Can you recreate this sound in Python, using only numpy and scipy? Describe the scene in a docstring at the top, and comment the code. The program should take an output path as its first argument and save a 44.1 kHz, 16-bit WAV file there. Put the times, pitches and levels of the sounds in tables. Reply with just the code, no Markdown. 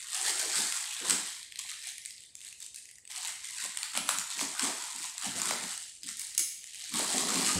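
"""Plastic wrap stripped off a bowl

Close by, thin wrap is pulled about, snipped with scissors and stripped off a bowl on a cardboard box.
Creases buckle in swarms of tiny noisy cracks with short rings; wide folds crumple lower, tugs drum on the box.
Further off, the scissors drop on tiles as chatter through steel resonances. Echo patterns of decaying noise
make the bare room; a phone with a bright microphone hears it over steady coloured noise, the room's quiet."""
import sys
import numpy as np
from scipy import signal
from scipy.fft import rfft, irfft
from scipy.io import wavfile
from scipy.ndimage import uniform_filter1d

SR = 44100
rng = np.random.default_rng(int(sys.argv[2]) if len(sys.argv) > 2 else 0)


def wrap_up_sound(samples):
    """Save the sound to the file named by the first command line argument, as 16-bit audio."""
    columns = np.atleast_2d(samples).T
    # keep every value between -1 and 1, then stretch to whole-number steps
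    tamed = np.clip(columns, -1, 1)
    steps = np.round(tamed * 32767).astype(np.int16)
    wavfile.write(sys.argv[1], SR, steps)


N = 334702
TIME = np.arange(N) / SR

# What wide folds radiate; a small facet moves no air at long wavelengths.
# Each row: frequency in Hz, gain in dB.
WIDE_FOLDS = [(380, -37.5), (580, -11.5), (740, -3.5), (950, 1.5), (1450, 3), (2200, -7.5), (5000, -5.5)]


def handling():
    """Levels of the small, middling and wide creases; one move of the hands drives all three."""
    # Moves of the hands: lifting the loose end and spreading it out, holding it while the other hand
    # fetches the scissors, gathering and cutting, putting the scissors down, stripping the bowl.
    # Each row: height in seconds, rise in s, fall in s, small creases in dB,
    # middling creases in dB relative to the small, wide folds in dB; all levels before a trim.
    crumples = [ (.01, 0.1, .04, -45, -4, -62.5), (0.151, 0.057, .12, -37, -4, -52),
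                (.28, 0.062, 0.045, -32, -5, -44.5), (.40, .04, 0.061, -34, -6, -48),
                (.57, 0.073, 0.12, -32, -5.5, -45), (.76, 0.026, 0.092, -39, -7.5, -49.5),
                (.92, 0.14, 0.19, -44, 0.5, -63), (1.11, 0.064, 0.046, -33, -4, -42),
                (1.292, 0.092, 0.038, -43, -3.5, -60.5), (1.37, 0.081, 0.072, -50, -3, -69),
                (1.60, 0.024, .02, -43, -3, -60), (1.70, 0.044, 0.055, -44, -0.5, -58.5),
                (1.875, 0.063, 0.04, -43, -1.5, -64.5), (2.05, 0.074, 0.082, -54, -7.5, -77),
                (2.23, 0.061, .045, -59, 1.5, -93), (2.475, 0.065, .036, -50, -3, -67),
                (2.629, 0.024, 0.025, -46, -6, -66.5), (2.76, 0.012, 0.05, -48, -6.5, -75),
                (2.90, 0.0078, 0.019, -58, -3, -88), (3.105, 0.0072, 0.061, -46, -0.5, -62),
                (3.17, 0.029, 0.13, -43, -4.5, -55), (3.28, 0.049, 0.03, -40, -3.5, -51.5),
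                (3.45, .045, 0.27, -46, -3.5, -70.5), (3.63, 0.066, 0.041, -39, -3.5, -51),
                (3.85, 0.094, 0.054, -47, 0, -56), (3.97, 0.036, 0.029, -38, -3, -46.5),
                (4.10, 0.021, .045, -35, -6.5, -41), (4.20, .045, 0.032, -40, -12, -49),
                (4.31, 0.027, .09, -42, -2, -57), (4.41, .04, 0.054, -35, -7.5, -49),
                (4.645, 0.066, 0.049, -34, -4.5, -40.5), (4.82, .11, 0.1538, -43, -4.5, -52.5),
                (5.05, .13, 0.045, -41, -5, -55.5), (5.25, 0.046, 0.061, -38, -2.5, -47.5),
                (5.37, 0.029, 0.086, -39, -6.5, -55), (5.50, 0.079, 0.039, -36, -3, -42),
                (5.64, .1, .036, -44, -2, -52.5), (5.72, 0.087, 0.041, -41, -5, -56.5),
                (5.82, 0.036, 0.11, -48, -8.5, -90), (6.045, .008, 0.037, -46, -3, -83),
                (6.089, 0.022, 0.038, -41, -5, -59), (6.209, .04, 0.1997, -46, -6, -66.5),
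                (6.84, .15, 0.24, -46, -2.5, -67.5), (6.96, 0.022, .13, -34.5, -3, -43),
                (7.15, .08, 0.15, -34, -5, -45), (7.29, 0.02, .22, -37, -3, -45),
                (7.47, 0.12, 0.1, -32, -4.5, -40.5)]
    s, rise_s, fall_s, small_db, share_db, wide_db = np.transpose(crumples)
    levels = (small_db, small_db + share_db, wide_db)
    return [swell(zip(s, rise_s, fall_s, db)) for db in levels]


def crinkle(fine_db, middling_db, wide_db):
    """Three sizes of crease; the harder the wrap is worked, the more of them give way each second."""
    # What small creases radiate. Each row: frequency in Hz, gain in dB.
    small_creases = [(1500, -53.5), (3000, -27), (4500, 7), (6000, 5.5), (9000, 5.5), (16000, -2)]
    # What middling creases radiate. Each row: frequency in Hz, gain in dB.
    middling_creases = [(900, -65), (1500, -4.5), (1850, 3), (2800, 3), (4000, 6), (5500, -19.5),
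                        (12000, 9)]
    per_s = 600 * undb(.65 * np.minimum(fine_db + 42, 15)) + 50
    # wider facets ring lower; the middling and large ones ring longer than the small
    small = swarm(per_s, 2620, 9700, decay_s=0.00047, spread_db=4.5, ring=0.9)
    medium = swarm(.95 * per_s, 1750, 4614, decay_s=0.0019, spread_db=4.5, ring=3.2)
    large = swarm(1.1 * per_s, 688, 1720, decay_s=0.0016, spread_db=4.0, ring=3.5, size=640)
    middling = refold(unit(small) + 0.47 * unit(medium), 1580, 5980, patchy_db=4)
    wide = refold(unit(large) + 1.7 * unit(small), 565, 2380, patchy_db=11.5)
    fine = driven(colour(small, small_creases), fine_db - .5)
    middling = driven(colour(middling, middling_creases), middling_db - .4)
    wide = driven(colour(wide, WIDE_FOLDS), wide_db + 2.0)
    return fine + middling + wide


def film_snaps(slack_db):
    """Single loud buckles of the film, popping more deeply the more the wide folds move at that moment."""
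    # Loud buckles. Each row: start in seconds, energy of the crack in dB before a trim, ring in Hz.
    loud_buckles = [(0.155, -12, 9330), (0.2627, -8.5, 9100), (0.6211, -9, 6200), (0.672, -9, 6230),
                    (0.7237, -5.5, 7700), (0.7556, -12, 8750), (1.0975, 1, 8270), (1.1077, 1.5, 7900),
                    (1.4294, -17, 4240), (1.5224, -15, 3346), (1.5579, -13, 4130), (1.5907, -7.5, 7600),
                    (1.8882, -12.5, 6375), (1.9816, -13, 9740), (2.0512, -15, 8490), (2.059, -10.5, 8250),
                    (2.1069, -15.5, 4920), (2.1807, -21.5, 4530), (2.205, -24, 7860), (2.3532, -15, 7520),
                    (2.4055, -22, 8950), (2.4151, -20, 3830), (2.4484, -20, 7985), (2.5269, -19.5, 2604),
                    (2.6032, -18, 7790), (2.6635, -18, 7700), (2.745, -15.5, 9850), (2.8554, -22, 6706),
                    (2.8895, -25, 1980), (2.9127, -21, 9760), (2.9562, -25.5, 7000), (2.984, -24.5, 1900),
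                    (3.0524, -25, 8090), (3.0759, -21, 8340), (3.1617, -13, 4277), (3.2491, -9.5, 3808),
                    (3.305, -15, 2207), (3.6399, -9, 8820), (3.7725, -4, 8860), (3.7876, -14, 4130),
                    (3.8311, -4.5, 4490), (4.1859, -3.5, 6986), (4.595, -2, 5432), (4.6234, -9, 3070),
                    (4.6718, -12, 10020), (5.1805, -9, 7797), (5.2543, -13, 8395), (5.3991, -7, 5404),
                    (5.4561, -4.5, 9701), (5.7775, -11, 8350), (6.0332, -13, 4913), (6.3495, -13, 9990),
                    (6.6417, -17, 7160), (6.6732, -22, 6900), (6.7458, -15.5, 9640), (6.9397, -5, 9827),
                    (6.9929, -3.5, 9900), (7.0788, -9.5, 4695), (7.1812, -2, 7490), (7.3569, -3.5, 4750)]
    table = [(s, db, hz, np.interp(s, TIME, slack_db)) for s, db, hz in loud_buckles]
    return snaps(table, WIDE_FOLDS, decay_s=0.0013, ring=0.74, gain_db=-2.44, fold_db=-4.5)


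def scissor_bites():
    """Scissor blades bite through film and tape: a very brief crack and a lower knock."""
    # Bites. Each row: start in seconds, energy of the crack in dB before a trim, ring in Hz,
    # knock in dB relative to the crack before a trim.
    bites = [(3.9526, -10, 2960, -8), (3.9748, 1, 10060, -11.5), (4.0822, -28, 2194, -18),
             (4.0906, 3, 9475, -7.5), (4.3925, -6.5, 2441, -13), (4.4116, -8, 3350, -5.5),
             (5.4174, -2, 7110, -16), (5.5093, -0.5, 1980, -7.5)]
    # What the knock radiates. Each row: frequency in Hz, gain in dB.
    knock = [(350, -55), (540, 0.5), (680, 3.5), (950, 8), (1600, 2), (2500, -38), (6000, -18.5)]
    return snaps(bites, knock, decay_s=.0008, ring=0.96, gain_db=-2.5, fold_db=2.5)


def snaps(table, fold_shape, decay_s, ring, gain_db, fold_db):
    """Loud single buckles: the crack of the facet and the lower pop or knock around it."""
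    facet = [(700, -58), (1400, -19.5), (2000, -7.0), (16000, -10.0)]  # (Hz, dB)
    out = np.zeros(N)
    for s, db, hz, share_db in table:
        wave = buckle(np.array([hz]), decay_s, ring)[0]
        wave = np.pad(wave, (0, 512))  # room for the filter to ring out
        crack = unit(colour(wave, facet))
        burst = rng.standard_normal(len(wave)) * np.exp(-TIME[:len(wave)] / 0.00082)
        pop = unit(colour(burst, fold_shape))
        pop_db = min(share_db + fold_db, 6)
        add(out, s, undb(db + gain_db) * (crack + undb(pop_db) * pop))
    return out


def tugging():
    """Levels of the low flapping and the low drumming; one pull or thump drives both."""
    # Pulls on the sheet; at 6.41 s the low thump as the scissors land.
    # Each row: height in seconds, rise in s, fall in s, flapping in dB before a trim, drumming in dB.
    tugs = [(.29, 0.053, 0.073, -49, -68.5), (.46, 0.099, .05, -47.5, -79),
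            (.60, 0.023, 0.0303, -47.5, -48), (1.03, 0.01824, 0.099, -48, -55),
            (1.133, 0.0298, .035, -47.5, -43.5), (3.29, 0.025, .02, -68, -67),
            (3.655, .011, 0.018, -53.5, -52), (3.98, 0.0156, 0.041, -57.5, -45),
            (4.18, 0.086, 0.034, -71, -54.5), (4.42, 0.025, 0.036, -48, -44),
            (4.635, 0.013, 0.041, -49, -44), (4.69, .018, 0.033, -42.5, -58.5),
            (4.98, 0.021, .05, -74, -55), (5.28, 0.015, .018, -48.5, -41), (5.37, 0.019, 0.038, -47.5, -45),
            (5.53, 0.067, 0.029, -45, -48), (5.64, 0.042, 0.03, -58, -49.5),
            (6.045, 0.0097, 0.065, -80, -56.5), (6.41, .02, .02, -58.5, -66),
            (6.939, 0.011, 0.041, -66, -40), (7.00, 0.021, 0.061, -41, -44), (7.14, .015, 0.31, -42, -43),
            (7.38, 0.065, 0.073, -42.5, -39.5), (7.58, 0.072, .1, -44.5, -41.5)]
    s, rise_s, fall_s, flap_db, drum_db = np.transpose(tugs)
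    return [swell(zip(s, rise_s, fall_s, db)) for db in (flap_db, drum_db)]


def flapping(flap_db):
    """The pulled sheet flaps: a swarm of longer rings at shifting low pitches."""
    flaps = swarm(130, 329, 662, decay_s=0.0069, spread_db=3.5, ring=6.9, size=1536)
    sheet = [(130, -29), (230, -12), (330, 3.0), (580, -6), (780, 10.5), (1500, -39.5)]  # (Hz, dB)
    return driven(colour(flaps, sheet), flap_db - 1, span_s=0.029)


def drumming(drum_db):
    """Tugs shake the hollow box, heard directly and through the resonances of its lid."""
    # Lid resonances. Each row: frequency in Hz, width in Hz, level in dB.
    lid = [(242, 51, -16), (255, 19, 4)]
    pulls = swarm(120, 167, 323, decay_s=0.0057, spread_db=5.0, ring=1.9, size=1536)
    lid_ring = signal.fftconvolve(pulls, ringing(lid))[:N]
    shake = unit(pulls) + .5 * unit(lid_ring)
    hollow = [(50, -26), (130, -9.5), (240, 0), (310, -1.5), (500, -14.5), (1500, -32)]  # (Hz, dB)
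    return driven(colour(shake, hollow), drum_db, span_s=0.052)


def low_bumps():
    """Low bumps, mostly of bowl and box: soft-edged sines that die away quickly."""
    # Bumps; the one at 6.386 s is the scissors' thud on the tile.
    # Each row: start in seconds, level in dB before a trim and the envelope, pitch in Hz.
    bumps = [(3.982, -44, 267.2), (4.416, -42, 252.1), (4.63, -30.5, 242.5), (4.675, -41, 222.7),
             (5.27, -41, 230.4), (5.286, -42, 127.3), (5.359, -44, 106), (6.386, -51.5, 341.5),
             (7.137, -29, 251), (7.355, -28, 263.7), (7.552, -28, 179.4), (7.555, -29.5, 88.7)]
    out = np.zeros(N)
    t = TIME[:SR // 4]
    envelope = np.exp(-t / 0.016) * (1 - np.exp(-t / 0.0066))
    for s, db, hz in bumps:
        add(out, s, undb(db + 0.5) * np.sin(2 * np.pi * hz * t) * envelope)
    return out


def scissors():
    """Steel blades chatter on the tile and ring briefly."""
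    # Touches and drops on the tiles. Each row: start in seconds, energy in dB, length of the rattle in s.
    clinks = [(6.1702, -15, 0.0008), (6.1949, -6, 0.0029), (6.2093, -17, 0.002), (6.378, 6, 0.0057),
              (6.393, 1.5, 0.0036), (6.403, -11, 0.005)]
    # Resonances of the blades. Each row: frequency in Hz, width in Hz, level in dB.
    blades = [(2270, 88, -9), (2830, 83, -13), (5300, 280, -4), (6260, 85, -5), (6670, 120, -2.5),
              (6850, 190, -3), (7696, 100, -11), (9100, 170, -2.5), (10000, 240, 4), (10775, 110, -9),
              (11000, 160, 3), (12140, 220, -11), (13300, 130, 1), (14700, 200, -14)]
    tile = [(300, -44), (1400, -20.5), (2100, -15), (5700, -8.5),
            (6300, -3), (8200, -3.5), (10500, -6), (15000, 0)]  # (Hz, dB)
    out = np.zeros(N)
    for s, db, rattle_s in clinks:
        chatter = clash(rattle_s)
        contact = colour(chatter, tile)
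        steel = signal.fftconvolve(chatter, ringing(blades))[:len(chatter)]
        add(out, s, undb(db) * unit(unit(contact) + 0.65 * unit(steel)))
    return out


def room(x, wet_db, early_db, count=4):
    """The sound comes from changing spots, each with its own pattern of echoes."""
    moments = np.arange(0, N / SR + .1, .03)
    share = np.array([np.interp(TIME, moments, rng.standard_normal(len(moments))) for _ in range(count)])
    share = share / np.sqrt(np.sum(share ** 2, axis=0))  # the spots' powers always sum to one
    echoes = [signal.oaconvolve(x * part, room_response(wet_db, early_db))[:N] for part in share]
    return x + sum(echoes)


def room_response(wet_db, early_db):
    """Bare walls and tiles: echoes build up over about 12 ms, swell near 18 ms, then a diffuse tail."""
    # Reverberation. Each row: frequency in Hz, time to fall by 60 dB in s.
    room_t60 = [(200, 0.33), (1000, 0.65), (3000, 0.8), (8000, 0.61), (14000, 0.55)]
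    t = TIME[:int(.6 * SR)]
    noise = rfft(rng.standard_normal(len(t)))
    hz = np.fft.rfftfreq(len(t), 1 / SR)
    centres = np.array(room_t60)[:, 0]
    tail = 0
    for weights, (_, t60) in zip(np.eye(len(room_t60)), room_t60):
        band = on_log(np.column_stack([centres, weights]), hz)
        tail = tail + irfft(noise * band, len(t)) * np.exp(-np.log(1000) * t / t60)
    build_up = np.interp(t, [.001, .009, .012], [0, .5, 1])
    early = undb(early_db * np.exp(-((t - .018) / 0.0035) ** 2))
    return undb(wet_db) * unit(tail * build_up * early)


def room_air():
    """The quiet of the room: steady coloured noise."""
    # Colour of the quiet. Each row: frequency in Hz, gain in dB.
    quiet = [(25, -14), (45, 1), (70, 2.5), (130, -0.5), (220, -7), (450, -7.5), (1300, -18), (5000, -16.5),
             (15000, -15.5)]
    level_db = -63  # RMS ahead of the microphone
    noise = colour(rng.standard_normal(N), quiet, size=8192)
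    return undb(level_db) * np.sqrt(N) * unit(noise)


def undb(db):
    """Decibels to gain."""
    return 10 ** (np.asarray(db) / 20)


def unit(x):
    """Scale to an energy of one."""
    return x / np.sqrt(np.sum(x ** 2) + 1e-18)


def on_log(points, hz):
    """Read (Hz, value) points along a log-frequency axis."""
    f, value = np.transpose(points)
    return np.interp(np.log(hz + 1), np.log(f), value)


def colour(x, points, size=1024):
    """Causal minimum-phase filter with the gain of (Hz, dB) points."""
    gain = undb(on_log(points, np.fft.rfftfreq(size, 1 / SR)))
    cepstrum = irfft(np.log(gain))
    # folding the cepstrum onto positive times makes the filter causal
    cepstrum[1:size // 2] *= 2
    cepstrum[size // 2 + 1:] = 0
    response = irfft(np.exp(rfft(cepstrum)))
    return signal.fftconvolve(x, response)[:len(x)]


def add(track, s, sound):
    """Mix a sound in at a time in seconds."""
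    start = max(int(s * SR), 0)
    track[start:start + len(sound)] += sound[:max(N - start, 0)]


def buckle(hz, decay_s, ring, size=256):
    """Facets flipping over, one row each: a ragged crack and a few cycles of their own pitch."""
    t = TIME[:size]
    crack = rng.standard_normal((len(hz), size))
    tone = np.sin(2 * np.pi * np.outer(hz, t))
    wave = (crack + ring * tone) * np.exp(-t / np.reshape(decay_s, (-1, 1)))
    return wave / np.sqrt(np.sum(wave ** 2, axis=1, keepdims=True))


def swarm(per_s, low_hz, high_hz, decay_s, spread_db, ring, size=256):
    """Buckles at random moments, per_s a second; most are tiny and a few are large."""
    starts = np.flatnonzero(rng.random(N) < per_s / SR)
    pitch, length, strength = rng.random((len(starts), 3)).T
    hz = low_hz * (high_hz / low_hz) ** pitch
    decays = decay_s * 2 ** (2 * length - 1)  # from half to twice decay_s
    waves = buckle(hz, decays, ring, size)
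    waves = waves * undb(-spread_db * np.log(strength + 0.098))[:, None]
    places = starts[:, None] + np.arange(size)
    return np.bincount(places.ravel(), waves.ravel(), N)[:N]


def driven(x, db, span_s=0.054):
    """Give a texture the slow level of the hands' work and keep its quick crackle."""
    size = int(span_s * SR)
    power = np.abs(uniform_filter1d(uniform_filter1d(x ** 2, size), size))
    floor = 1e-4 * np.mean(power)  # limits the boost of empty stretches
    return x * undb(db) / np.sqrt(power + floor)


def refold(x, low_hz, high_hz, patchy_db, count=12):
    """The sheet keeps changing shape, so its resonances come and go."""
    edges = np.geomspace(low_hz, high_hz, count + 1)
    moments = np.arange(0, N / SR + .1, .05)
    out = 0
    for band in zip(edges[:-1], edges[1:]):
        walk = np.interp(TIME, moments, rng.standard_normal(len(moments)))
        bandpass = signal.butter(1, band, "bandpass", fs=SR, output="sos")
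        out = out + undb(patchy_db * walk) * signal.sosfilt(bandpass, x)
    return out


def swell(moves):
    """Level in dB of overlapping moves (s, rise s, fall s, dB): each builds up, peaks and dies exponentially."""
    t = np.arange(0, N / SR + .001, .001)
    power = 0
    for s, rise_s, fall_s, db in moves:
        away = np.maximum((s - t) / rise_s, (t - s) / fall_s)
        power = power + (undb(db) * np.exp(-np.minimum(away, 20))) ** 2
    return np.interp(TIME, t, 10 * np.log10(power))


def ringing(modes, size=4096):
    """Response of (Hz, width Hz, dB) resonances to a tap; a wider resonance dies sooner."""
    t = TIME[:size]
    out = 0
    for hz, width, db in modes:
        tone = np.sin(2 * np.pi * (hz * t + rng.random()))
        out = out + undb(db) * unit(tone * np.exp(-np.pi * width * t))
    return unit(out)


def clash(length_s, size=2048, count=3):
    """A brief chatter of hard contacts that holds all pitches about evenly."""
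    fade = np.exp(-(TIME[:size] / length_s) ** 2)
    burst = rng.standard_normal(size) * fade
    for _ in range(count):
        flat = irfft(np.exp(1j * np.angle(rfft(burst))))  # keep the phases, level the spectrum
        burst = flat * np.sqrt(fade)
    return burst


def suppress(x, depth_db, size=512):
    """Noise suppressor: every band that sinks towards its threshold is turned down."""
    # Threshold of the suppressor. Each row: frequency in Hz, level in dB per Hz.
    threshold = [(50, -76), (130, -92), (300, -90), (1000, -91.5), (3000, -96.5), (8000, -100),
                 (15000, -108)]
    hz, _, frames = signal.stft(x, SR, nperseg=size)
    per_hz = np.abs(frames) ** 2 * size / (.75 * SR)
    power = uniform_filter1d(uniform_filter1d(per_hz, size=5, axis=0), size=3, axis=1)
    above = (power / undb(on_log(threshold, hz))[:, None] ** 2) ** 2
    gain = (above + undb(-depth_db)) / (above + 1)
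    return signal.istft(frames * gain, SR, nperseg=size)[1][:N]


def scene():
    """Wrap and box are close by; the scissors' clinks come from further off, with more room around them."""
    fine_db, middling_db, wide_db = handling()
    flap_db, drum_db = tugging()
    wrap = crinkle(fine_db, middling_db, wide_db) + film_snaps(wide_db - fine_db)
    low_sounds = flapping(flap_db) + drumming(drum_db) + low_bumps()
    near = room(wrap + scissor_bites() + low_sounds, wet_db=-2.5, early_db=1.0)
    steel = scissors()
    far = steel + signal.oaconvolve(steel, room_response(wet_db=0.0, early_db=4.5))[:N]
    return (near + far + room_air())[None]


def record(dry):
    """The microphone port resonates in the treble; the phone hushes faint noise and cuts the top."""
    # Response of the microphone. Each row: frequency in Hz, gain in dB.
    microphone = [(100, 0), (5800, 0.5), (7000, 3.5), (8100, 7), (9200, 2), (10500, -1.5), (13000, -10.5),
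                  (15500, -15.5)]
    top_hz = 15700
    heard = np.array([suppress(colour(channel, microphone), depth_db=9.0) for channel in dry])
    return signal.sosfilt(signal.ellip(10, .2, 80, top_hz, fs=SR, output="sos"), heard)


dry = scene()
out = record(dry)
wrap_up_sound(out)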